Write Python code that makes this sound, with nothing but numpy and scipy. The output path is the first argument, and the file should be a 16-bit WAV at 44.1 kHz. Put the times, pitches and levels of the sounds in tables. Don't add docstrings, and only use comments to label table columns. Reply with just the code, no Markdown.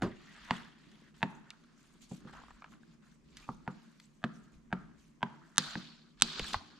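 import sys
import numpy as np
from scipy import signal
from scipy.io import wavfile
from scipy.ndimage import uniform_filter1d, minimum_filter1d

SR = 44100
rng = np.random.default_rng(int(sys.argv[2]) if len(sys.argv) > 2 else 0)


def linear_from_db(decibels):
    return 10 ** (np.asarray(decibels, float) / 20)


def unload_wav(signal):
    wavfile.write(
        sys.argv[1],
        SR,
        np.round(np.clip(np.atleast_2d(signal).T, -1, 1) * 32767).astype(np.int16),
    )


N = 299649

# pitch_hz, level_db [dB per Hz]
HUM_COLOUR = [(53, -52), (90, -32.5), (118, -28), (141, -6), (199, -11), (215, -5.5), (233, -9), (350, -16),
              (537, -33), (584, -31.5), (650, -33.5), (840, -62.5), (1430, -120)]
HISS_COLOUR = [(260, -41), (450, 3.5), (830, -7.5), (1010, 3), (1400, -5), (2070, -4), (2830, -8.5),
               (3990, -13), (6730, -11), (12600, -30.5), (16000, -39.5)]
AIR_COLOUR = [(8.8, -32.5), (15, -8.5), (32, 0), (54, 0.5), (71, -9.5), (92, -21), (120, -17), (160, -41),
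              (260, -120)]
# peak_s, level_db, half_length_s
PUFFS = [(0, -60, 0.17), (.5, -71, 0.32), (1.153, -76, .35), (2.08, -74, 0.35), (2.403, -69, 0.36),
         (3.35, -73.5, 0.54), (3.57, -67, 0.094), (4.235, -80, 0.22), (4.568, -59, 0.046),
         (4.73, -70, 0.47), (5.73, -73, 0.2), (6.244, -63, 0.087), (6.432, -44.5, 0.03),
         (6.562, -54.5, 0.028)]
# start_s, length_s, level_db
LEANS = [
    (0.865, 0.35, -64),
    (2.218, 0.25, -60),
    (2.7, 0.34, -64),
    (3.252, 0.34, -66),
    (4.342, 0.56, -66),
    (5.6, .08, -54),
    (5.77, .1, -58),
    (6.235, .08, -52),
    (6.352, 0.05, -61),
]
# pitch_hz, width_hz, level_db [re hum]
HOLLOW_TONES = [(229.6, 14, -3.5), (158, 16, -5.5)]
# start_s, length_s, level_db
BRUSHES = [(0.018, 0.0067, -51.5), (1.15, 0.23, -74.5), (1.77, .22, -74.5), (2.006, 0.04, -62),
           (2.089, .08, -63.5), (2.682, 0.068, -71), (3.042, 0.11, -77), (3.403, 0.13, -69),
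           (3.762, 0.5, -81.5), (4.005, 0.047, -69.5), (4.335, .05, -72), (4.415, .045, -76),
           (4.518, .004, -77), (4.53, .03, -74), (4.976, 0.11, -73.5), (5.13, .004, -82), (5.44, 0.11, -78),
           (5.62, 0.088, -59.5), (6.373, 0.073, -62), (6.453, 0.063, -53.5)]
# start_s, length_s, lens_db, film_db, change_db [by the end]
DRAGS = [(.03, .13, -63, -71, -2.5), (.16, 0.39, -65, -71, 10.5), (.53, 0.24, -49, -56, -21.5),
         (.78, 0.31, -67, -71.5, -2.5), (1.14, 0.071, -69, -74.5, 0), (1.25, .2, -60, -78, -10.5),
         (1.44, 0.1, -65.5, -79, 1), (1.57, 0.42, -74, -77, -3), (2.02, 0.29, -76, -75, 4),
         (2.27, 0.029, -57.5, -68.5, -2), (2.328, .06, -57, -70, -1.5), (2.325, 0.29, -58.5, -65, -10.5),
         (2.645, 0.061, -58.5, -72, -16), (2.72, 0.055, -58, -73, -14), (2.8, 0.14, -81, -80, 6),
         (3.02, 0.12, -70, -76.5, -5.5), (3.24, 0.17, -86.5, -81, 16.5), (3.38, 0.069, -68, -71, 0),
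         (3.5, 0.29, -80, -74.5, -6), (3.7, .3, -68.5, -70.5, -7), (4.26, 0.34, -66, -73, -14),
         (4.75, 0.22, -65, -74.5, -11.5), (4.97, 0.15, -72, -82, -18.5), (5.25, 0.38, -62, -73.5, -10.5)]
# start_s, length_s, lens_db, film_db, change_db [by the end]
PEELS = [
    (5.585, 0.16, -48.5, -44.5, -4.5),
    (5.77, 0.37, -56, -50.5, -25.5),
    (6.17, .05, -74.5, -72, 10.5),
    (6.225, 0.16, -52, -45, 1),
    (6.4, 0.11, -55, -47, 0.5),
    (6.528, 0.007, -48, -41.5, 0),
    (6.55, 0.13, -67, -59.5, -1.5),
    (6.7, 0.12, -65, -63, -4),
]
# pitch_hz, level_db [dB per Hz]
RUB_COLOURS = [
    [(360, -43.5), (620, -7.5), (833, -15.5), (898, -5.5), (1230, -4), (1950, -1), (2210, -9.5), (3400, -7.5), (4600, -24), (7040, -120)],
    [(360, -30), (620, -2.5), (943, -2.5), (1100, 3.5), (1550, 4.5), (2190, -6.5), (2290, -14.5), (3200, -12), (4160, -34), (7040, -120)],
]
# pitch_hz, level_db [dB per Hz]
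CHATTER_COLOURS = [
    [(1290, -30.5), (2200, -2.5), (2620, -3), (3570, -4), (4590, -3.5), (7000, -17.5), (9100, -33.5), (15400, -120)],
    [(1290, -45.5), (2200, -10.5), (2550, -6.5), (2770, -10), (2960, -5.5), (3350, -4), (4400, -1.5), (5130, -9), (5570, -13), (6050, -15.5), (7500, -20.5), (9750, -54), (16500, -120)],
]
# pitch_hz, level_db [dB per Hz]
SKIN_COLOUR = [(2940, -42.5), (5000, -8), (5700, 1), (6890, 4.5), (10700, -10.5), (12200, -12.5),
               (14400, -20.5), (15400, -31.5), (16000, -44.5)]
# start_s, click_peak_db, rebounds_hz, boom_db [re click], contact_ms
LANDINGS = [(0.0215, -28, 730, -8, 0.095), (0.5071, -16, 930, -13.5, 0.076),
            (1.2275, -16.5, 885, -12, 0.07), (2.112, -51, 430, 15.5, 0.44),
            (2.248, -55.5, 420, 12.5, 0.094), (3.488, -38, 930, 2.5, 0.25), (3.6757, -29, 855, -4, 0.11),
            (4.2386, -22, 865, -7, 0.07), (4.7258, -24, 825, -5.5, 0.097), (5.2276, -23, 835, -8.5, 0.09),
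            (5.7534, -29, 900, -6, 0.095), (6.3948, -26, 1050, -12.5, 0.048),
            (6.5423, -24, 980, -27, 0.099)]
# start_s, peak_db, pitch_hz,
# t60_s
SHORT_PINGS = [(0.0218, -26, 270, .035), (0.5093, -20, 1070, .011), (0.5086, -27, 4400, .005),
               (1.2295, -25, 900, .028), (1.2294, -34, 2620, .018), (3.4898, -31, 870, .022),
               (3.4901, -31, 1195, .022), (3.6779, -37, 915, .022), (3.6785, -39, 1420, .03),
               (4.2406, -35, 1625, .02), (4.2405, -35, 1205, .022), (4.2399, -33, 2700, .008),
               (4.7278, -36, 1614, .022), (4.7281, -34, 925, .015), (5.2298, -21, 958, .024),
               (5.2303, -28, 1600, .022), (5.2289, -29, 3200, .007), (5.5822, -25, 1130, .016),
               (5.5821, -25, 1595, .018), (5.7553, -34, 1604, .016), (6.3965, -32, 460, .016),
               (6.5434, -27, 1070, .02), (6.5433, -29, 860, .02), (6.556, -40, 90, .09)]
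# pitch_hz, level_db, t60_s
HOUSING_MODES = [(124, -28, 0.029), (146.6, -4.5, 0.17), (183.5, 2.5, 0.14), (225, 6, 0.081),
                 (285, -12, 0.11), (396, -8.5, 0.083), (505.3, -13, 0.11)]
# pitch_hz, level_db [dB per Hz]
KNOCK_COLOUR = [(410, -17.5), (700, -2), (1070, -7), (1500, -5.5), (3400, -16.5), (4650, -21.5),
                (5200, -28.5), (7770, -31.5), (11200, -56), (14000, -70)]
# start_s, peak_db, t60_s
HAND_THUMP = (.032, -22, 0.2)
# pitch_hz, level_db [dB per Hz]
THUMP_COLOUR = [(29, -46), (50, -13), (220, 4), (306, -4.5), (385, 2.5), (476, -14.5), (578, -9.5),
                (742, -18.5), (1370, -18.5), (2230, -31), (5000, -36), (6500, -56), (11000, -120)]
# start_s, peak_db, t60_s
SCUFF = (.0214, -28, .045)
# start_s, peak_db, pitch_hz, t60_s
MURMURS = [
    (.115, -52, 1800, .12),
    (.27, -55, 1980, .5),
    (.512, -46, 905, .2),
    (3.492, -46, 900, .12),
    (5.757, -38, 232, .16),
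    (6.61, -57, 290, 1.2),
    (1.234, -33, 240, .1),
    (4.246, -38, 190, .14),
    (4.734, -38, 190, .14),
]
# start_s, peak_db, pitch_hz, t60_s
LENS_RINGS = [
    (1.232, -42, 893, 0.49),
    (2.112, -46, 565, 0.08),
    (3.491, -58, 1320, 0.67),
    (3.679, -45, 1300, 0.15),
    (4.244, -46, 1303, 0.57),
    (4.729, -47.5, 1300, 0.4),
    (5.233, -40, 940, 0.45),
]
# start_s, peak_db, pitch_hz, crack_db [re peak], length_s
SLIPS = [(0.648, -52, 1720, -39.5, 0.0095), (0.915, -56.5, 1920, -7.5, 0.0091),
         (1.504, -41, 2420, 1, 0.003), (1.638, -62, 1410, -3, 0.006), (3.067, -62, 1825, -14, 0.0038),
         (3.369, -51.5, 2000, 4.5, 0.01), (3.423, -52.5, 2530, -32, 0.021),
         (3.999, -52.5, 2030, -1.5, 0.0079), (6.355, -49, 2390, -19, 0.0039),
         (6.3935, -29, 3000, -5.5, 0.0045), (6.442, -34, 1590, -14, 0.0078), (6.533, -36, 2660, -3, 0.007),
         (6.5445, -29, 1010, -14.5, 0.0037), (6.608, -45, 950, -22, 0.005)]
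# start_s, peak_db, pitch_hz
STUTTER = [(2.275, -61, 1600), (2.294, -48, 860), (2.333, -48, 900), (2.349, -46, 970), (2.377, -50, 1050),
           (2.388, -51, 1330), (2.415, -49, 900), (2.434, -45.5, 1010), (2.482, -45.5, 1170),
           (2.505, -44, 1070), (2.62, -39, 1370), (2.6415, -38.5, 1320), (2.66, -49, 1220),
           (2.679, -55, 1190), (2.735, -49, 1480), (2.831, -53.5, 1650)]
# start_s, peak_db, pitch_hz
NUDGES = [
    (1.019, -60, 318),
    (1.952, -57, 393),
    (2.394, -51, 307),
    (2.83, -59, 301),
]
# pitch_hz, level_db [dB per Hz]
CRACK_COLOUR = [(880, -23.5), (1500, -7.5), (2610, -10), (3350, -2.5), (4730, -7.5), (6240, -9),
                (8570, -14), (9650, -18), (13400, -30.5), (16000, -47)]
# start_s, peak_db, low_click_db, boom_db, ring_db [last three re peak]
SNAPS = [
    (5.58, -0.5, -28.5, -31, -24),
    (6.2201, 1, -21, -35, -25.5),
]
# pitch_hz, level_db [dB per Hz]
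SNAP_COLOURS = [
    [(470, -48), (850, -13), (1500, -4.5), (2590, -9), (3780, -6), (5120, -15), (6670, -8), (8810, -0.5), (9750, -12.5), (13400, -25), (16400, -35)],
    [(470, -56), (800, -16), (1360, -7), (2280, -20), (3460, -8), (4690, -1), (8480, 0), (9150, -2.5), (9870, -16.5), (12100, -19), (16400, -42)],
]
EDGE_HZ = [6530, 3710]
# pitch_hz, t60_s
GARAGE_DECAY = [(150, 1), (1000, 0.55), (4000, 0.65), (10000, 0.64)]
# early_s, level_db
GHOSTS = [(0.0104, -24), (0.0214, -34.5)]


def evened(x):
    return x / np.sqrt(np.mean(x ** 2) + 1e-20)


def peaked(x):
    return x / abs(x).max()


def read(points, hz):
    f, value = np.transpose(points)
    return np.interp(np.log(hz + 1), np.log(f + 1), value)


def add(mix, s, sound):
    part = mix[round(s * SR):][:len(sound)]
    part += sound[:len(part)]


def friction(colours, s, level_db, same, grain_db, patchy_db, size=256, change_s=0):
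    z = rng.standard_normal((2, N))
    z *= linear_from_db(grain_db * evened(uniform_filter1d(rng.standard_normal(N), 150)))
    z[1] = same * z[0] + np.sqrt(1 - same ** 2) * z[1]
    hz, t, spec = signal.stft(z, SR, nperseg=size)
    patches = rng.standard_normal(spec.shape[::-1][:2])
    patches = uniform_filter1d(uniform_filter1d(patches, 8, axis=0), 5, axis=1)
    before = evened(linear_from_db(read(colours[0], hz)))[:, None]
    after = evened(linear_from_db(read(colours[-1], hz)))[:, None]
    spec = spec * np.where(t < change_s, before, after) * linear_from_db(patchy_db * evened(patches).T)
    sound = evened(signal.istft(spec, SR, nperseg=size)[1][:, :N])
    return sound * linear_from_db(np.interp(np.arange(N) / SR, s, level_db))


def effort(rows, floor_db=-100, soft=()):
    grip_s, soft_grip_s, lift_s = 0.003, 0.03, 0.026
    t = np.arange(0, N, 32) / SR
    power = linear_from_db(2 * floor_db)
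    for k, (s, length, db, change_db) in enumerate([*rows, *soft]):
        u = t - s
        rise_s = grip_s if k < len(rows) else min(soft_grip_s, length / 2)
        gate = np.clip(u / rise_s, 0, 1) * np.exp(-2 * np.clip(u - length, 0, 1) / lift_s)
        power = power + gate * linear_from_db(2 * (db + change_db * np.clip(u / length, 0, 1)))
    return t, 10 * np.log10(power)


def lens(noise, hz, t60, width_hz=260):
    t = np.arange(len(noise)) / SR
    edges = [hz - width_hz / 2, hz + width_hz / 2]
    band = signal.sosfilt(signal.butter(2, edges, btype="band", fs=SR, output="sos"), noise)
    return peaked(band * linear_from_db(-60 * t / t60) * (1 - np.exp(-t / 0.00077)))


def hollow(s, level_db):
    tones = np.zeros(N)
    for hz, width_hz, db in HOLLOW_TONES:
        tones += linear_from_db(db) * evened(lens(rng.standard_normal(N), hz, np.inf, width_hz))
    return tones * linear_from_db(np.interp(np.arange(N) / SR, s, level_db))


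def air():
    still_db, puff_drop_db = -89, -14.5
    t = np.arange(0, N, 64) / SR
    power = linear_from_db(2 * still_db)
    for s, db, half_s in PUFFS:
        power = power + linear_from_db(2 * (db + puff_drop_db * abs(t - s) / half_s))
    return linear_from_db(6.0) * friction([AIR_COLOUR], t, 10 * np.log10(power), same=0.92, grain_db=0.3,
                               patchy_db=2.5, size=4096)


def floor():
    hum_db, hiss_db = -68, -76
    panel_db, panel_s, panel_fade_db = -22.5, 0.23, -16.5
    panel = [(s, panel_s, db + boom_db + panel_db, panel_fade_db) for s, db, _, boom_db, _ in LANDINGS]
    panel += [(s, length, db, panel_fade_db / 2) for s, length, db in LEANS]
    t, level_db = effort(panel, hum_db)
    out = linear_from_db(2.5) * friction([HUM_COLOUR], t, level_db, same=0.32, grain_db=0.3, patchy_db=1.1, size=2048)
    out += friction([HISS_COLOUR], [0, N / SR], [hiss_db, hiss_db], same=0.3, grain_db=0.4, patchy_db=1.2)
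    return out + air() + hollow(t, level_db)


def rubbing():
    glide_ends_s, edge_loose_s = 1.2, 5.58
    flat_skin_db, loose_skin_db = -8.5, -20.5
    drags = DRAGS + PEELS
    rubbed = [(s, length, db, change) for s, length, db, _, change in drags]
    film = [(s, length, db, change) for s, length, _, db, change in drags]
    skin = [(s, length, db + flat_skin_db, change) for s, length, _, db, change in DRAGS]
    skin += [(s, length, db + loose_skin_db, change) for s, length, _, db, change in PEELS]
    grip = [(s, length, db, -4) for s, length, db in BRUSHES]
    out = friction(RUB_COLOURS, *effort(rubbed), same=0.73, grain_db=1.7, patchy_db=2.63,
                   change_s=glide_ends_s)
    out += friction(CHATTER_COLOURS, *effort(film, soft=grip), same=0.34, grain_db=1.4, patchy_db=1.6,
                    change_s=edge_loose_s)
    return out + friction([SKIN_COLOUR], *effort(skin, soft=grip), same=0.51, grain_db=3.3, patchy_db=4.2)


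def contact(ms):
    u = (np.arange(120) / SR - 0.001) / (0.0013 * np.clip(ms, 0.04, 0.3))
    return peaked((u - 0.1 * (1 - u ** 2)) * np.exp(-u ** 2 / 2))


def click(hz, t60, rise_s=0.00005):
    t = np.arange(2000) / SR
    rise = 1 - (1 + t / rise_s) * np.exp(-t / rise_s)
    return peaked(-np.sin(2 * np.pi * hz * t) * linear_from_db(-60 * t / t60) * rise)


def burst(noise, t60, colour, first=7.5):
    hz = abs(np.fft.fftfreq(4096, 1 / SR))
    log_gain = np.log(linear_from_db(np.maximum(read(colour, hz), -70)))
    body = np.fft.ifft(np.exp(np.conj(signal.hilbert(log_gain)))).real[:2048]
    shower = noise * linear_from_db(-60 * np.arange(len(noise)) / SR / max(t60, 0.001))
    shower[0] = -first
    return peaked(signal.oaconvolve(shower, body))


def housing(chance, rise_s, spread):
    t = np.arange(SR // 3) / SR
    boom = np.zeros(len(t))
    for (hz, db, t60), detune, louder in zip(HOUSING_MODES, chance, chance[::-1]):
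        boom += linear_from_db(db - 60 * t / t60 + 2 * louder) * np.sin(2 * np.pi * hz * (1 + spread * detune) * t)
    return peaked(boom * (1 - np.exp(-t / rise_s)))


def landings():
    lens_db, lens_db_per_ms = -25, 58
    out = np.zeros(N)
    chances = rng.standard_normal((len(LANDINGS), SR // 3))
    for (s, db, hz, boom_db, ms), z in zip(LANDINGS, chances):
        for k, rebound_db in enumerate([1.5, -2.5, -9, -15.5]):
            add(out, s + 0.00069 + k / hz, linear_from_db(db + rebound_db) * contact(ms * (1 + 0.45 * k)))
        add(out, s + 0.0013, -linear_from_db(db - 1.5) * click(hz, 0.0086, ms * 0.0012))
        add(out, s + 0.001464, linear_from_db(db - 0.6 - 61.5 * ms) * burst(z[:4096], 0.04, KNOCK_COLOUR, first=6.9))
        hum = lens(z[::-1], 1.06 * hz, 0.16, width_hz=620)
        add(out, s + 0.0026, linear_from_db(db + lens_db + lens_db_per_ms * ms) * hum)
        add(out, s + 0.00496, linear_from_db(db + boom_db + 3) * housing(z[7:14], 0.0022, spread=0.012))
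    for s, db, hz, t60 in SHORT_PINGS:
        add(out, s, linear_from_db(db) * click(hz, t60, rise_s=0.18 / hz))
    z = rng.standard_normal(SR // 3)
    for (s, db, t60), colour in ((HAND_THUMP, THUMP_COLOUR), (SCUFF, KNOCK_COLOUR)):
        add(out, s, linear_from_db(db) * burst(z, t60, colour))
    return out


def patches_ringing(rows):
    out = np.zeros(N)
    for (s, db, hz, t60), z in zip(rows, rng.standard_normal((len(rows), SR // 2))):
        add(out, s, linear_from_db(db) * lens(z, hz, t60, width_hz=11 * np.sqrt(hz / t60 / 8)))
    return out


def slips(sharp, dull):
    dull_crack_db, dull_s = -30, 0.003
    out = np.zeros(N)
    rows = sorted(sharp + [(*row, dull_crack_db, dull_s) for row in dull])
    for (s, db, hz, crack_db, length), z in zip(rows, rng.standard_normal((len(rows), 2048))):
        catches = z ** 3 * abs(z) / 2 * np.exp(-np.arange(len(z)) / SR / max(length, 0.0005))
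        catches[0] = 22
        blade = click(hz, 0.0076, 0.00016) + 0.5 * click(1.55 * hz, 0.004)
        add(out, s + 0.0016, linear_from_db(db) * peaked(signal.oaconvolve(catches, blade)))
        fractures = burst(z[::-1], 3 * length, CRACK_COLOUR, first=0.54)
        add(out, s + 0.00054, linear_from_db(db + crack_db + 9.0) * fractures)
    return out


def snaps():
    out = np.zeros(N)
    chances = rng.standard_normal((len(SNAPS), SR // 3))
    for (s, db, low_db, boom_db, ring_db), colour, edge_hz, z in zip(SNAPS, SNAP_COLOURS, EDGE_HZ, chances):
        add(out, s + 0.0016, -linear_from_db(db) * burst(z[:2048], 0.007, colour, first=5.7))
        add(out, s + 0.00141, linear_from_db(db + low_db) * click(1380, 0.0028))
        add(out, s + 0.0016, -linear_from_db(db - 4.0) * click(edge_hz, 0.0035))
        add(out, s + 0.0026, linear_from_db(db + ring_db) * lens(z[::-1], 4300, 0.055, width_hz=1600))
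        add(out, s + 0.0045, linear_from_db(db + boom_db) * housing(z[7:14], 0.0015, spread=0.016))
    return out


def drumming():
    drum_db = -6.5
    flaps = [(s, length, db + drum_db, change) for s, length, db, _, change in PEELS[3:]]
    return friction([THUMP_COLOUR], *effort(flaps), same=0.9, grain_db=2.5, patchy_db=3.0, size=1024)


def garage(x):
    echo = np.zeros((2, SR))
    at = np.arange(200, SR - 20, 20)
    at = at + rng.integers(0, 20, (2, len(at)))
    np.put_along_axis(echo, at, rng.choice([-1., 1.], at.shape), 1)
    hz, t, z = signal.stft(echo, SR, nperseg=256)
    decay = linear_from_db(-60 * t / read(GARAGE_DECAY, hz)[:, None])
    tail = signal.istft(z * decay, SR, nperseg=256)[1]
    return signal.fftconvolve(x[None], tail / np.linalg.norm(tail[0]), axes=1)[:, :N]


def ports(x, lag, shade, left_db):
    left = signal.lfilter([1 - shade], [1, -shade], np.roll(x, lag))
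    return np.array([linear_from_db(left_db) * left, x])


def scene():
    knocks = landings() + patches_ringing(LENS_RINGS) + slips(SLIPS, STUTTER)
    cracks = snaps()
    bed = rubbing() + floor() + drumming()
    room = garage(linear_from_db(-17.5) * knocks + linear_from_db(-29.0) * cracks)
    knocks = knocks + patches_ringing(MURMURS) + slips([], NUDGES)
    hits = ports(knocks, lag=1, shade=0.15, left_db=-0.7)
    hits += linear_from_db(1.5) * ports(cracks, lag=1, shade=0.45, left_db=-0.6)
    return bed + hits + room


def low_pass(x):
    return signal.sosfilt(signal.butter(12, 16510, fs=SR, output="sos"), x)


def record(dry):
    ceiling = 0.86
    gain = np.minimum(ceiling / (abs(dry).max(0) + 1e-9), 1)
    held = dry * uniform_filter1d(minimum_filter1d(gain, size=257), size=128)
    dull = signal.lfilter([0.35], [1, -0.65], held)
    wet = held + sum(linear_from_db(db) * np.roll(dull, -round(s * SR), axis=1) for s, db in GHOSTS)
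    return low_pass(wet)


dry = scene()
out = record(dry)
unload_wav(out)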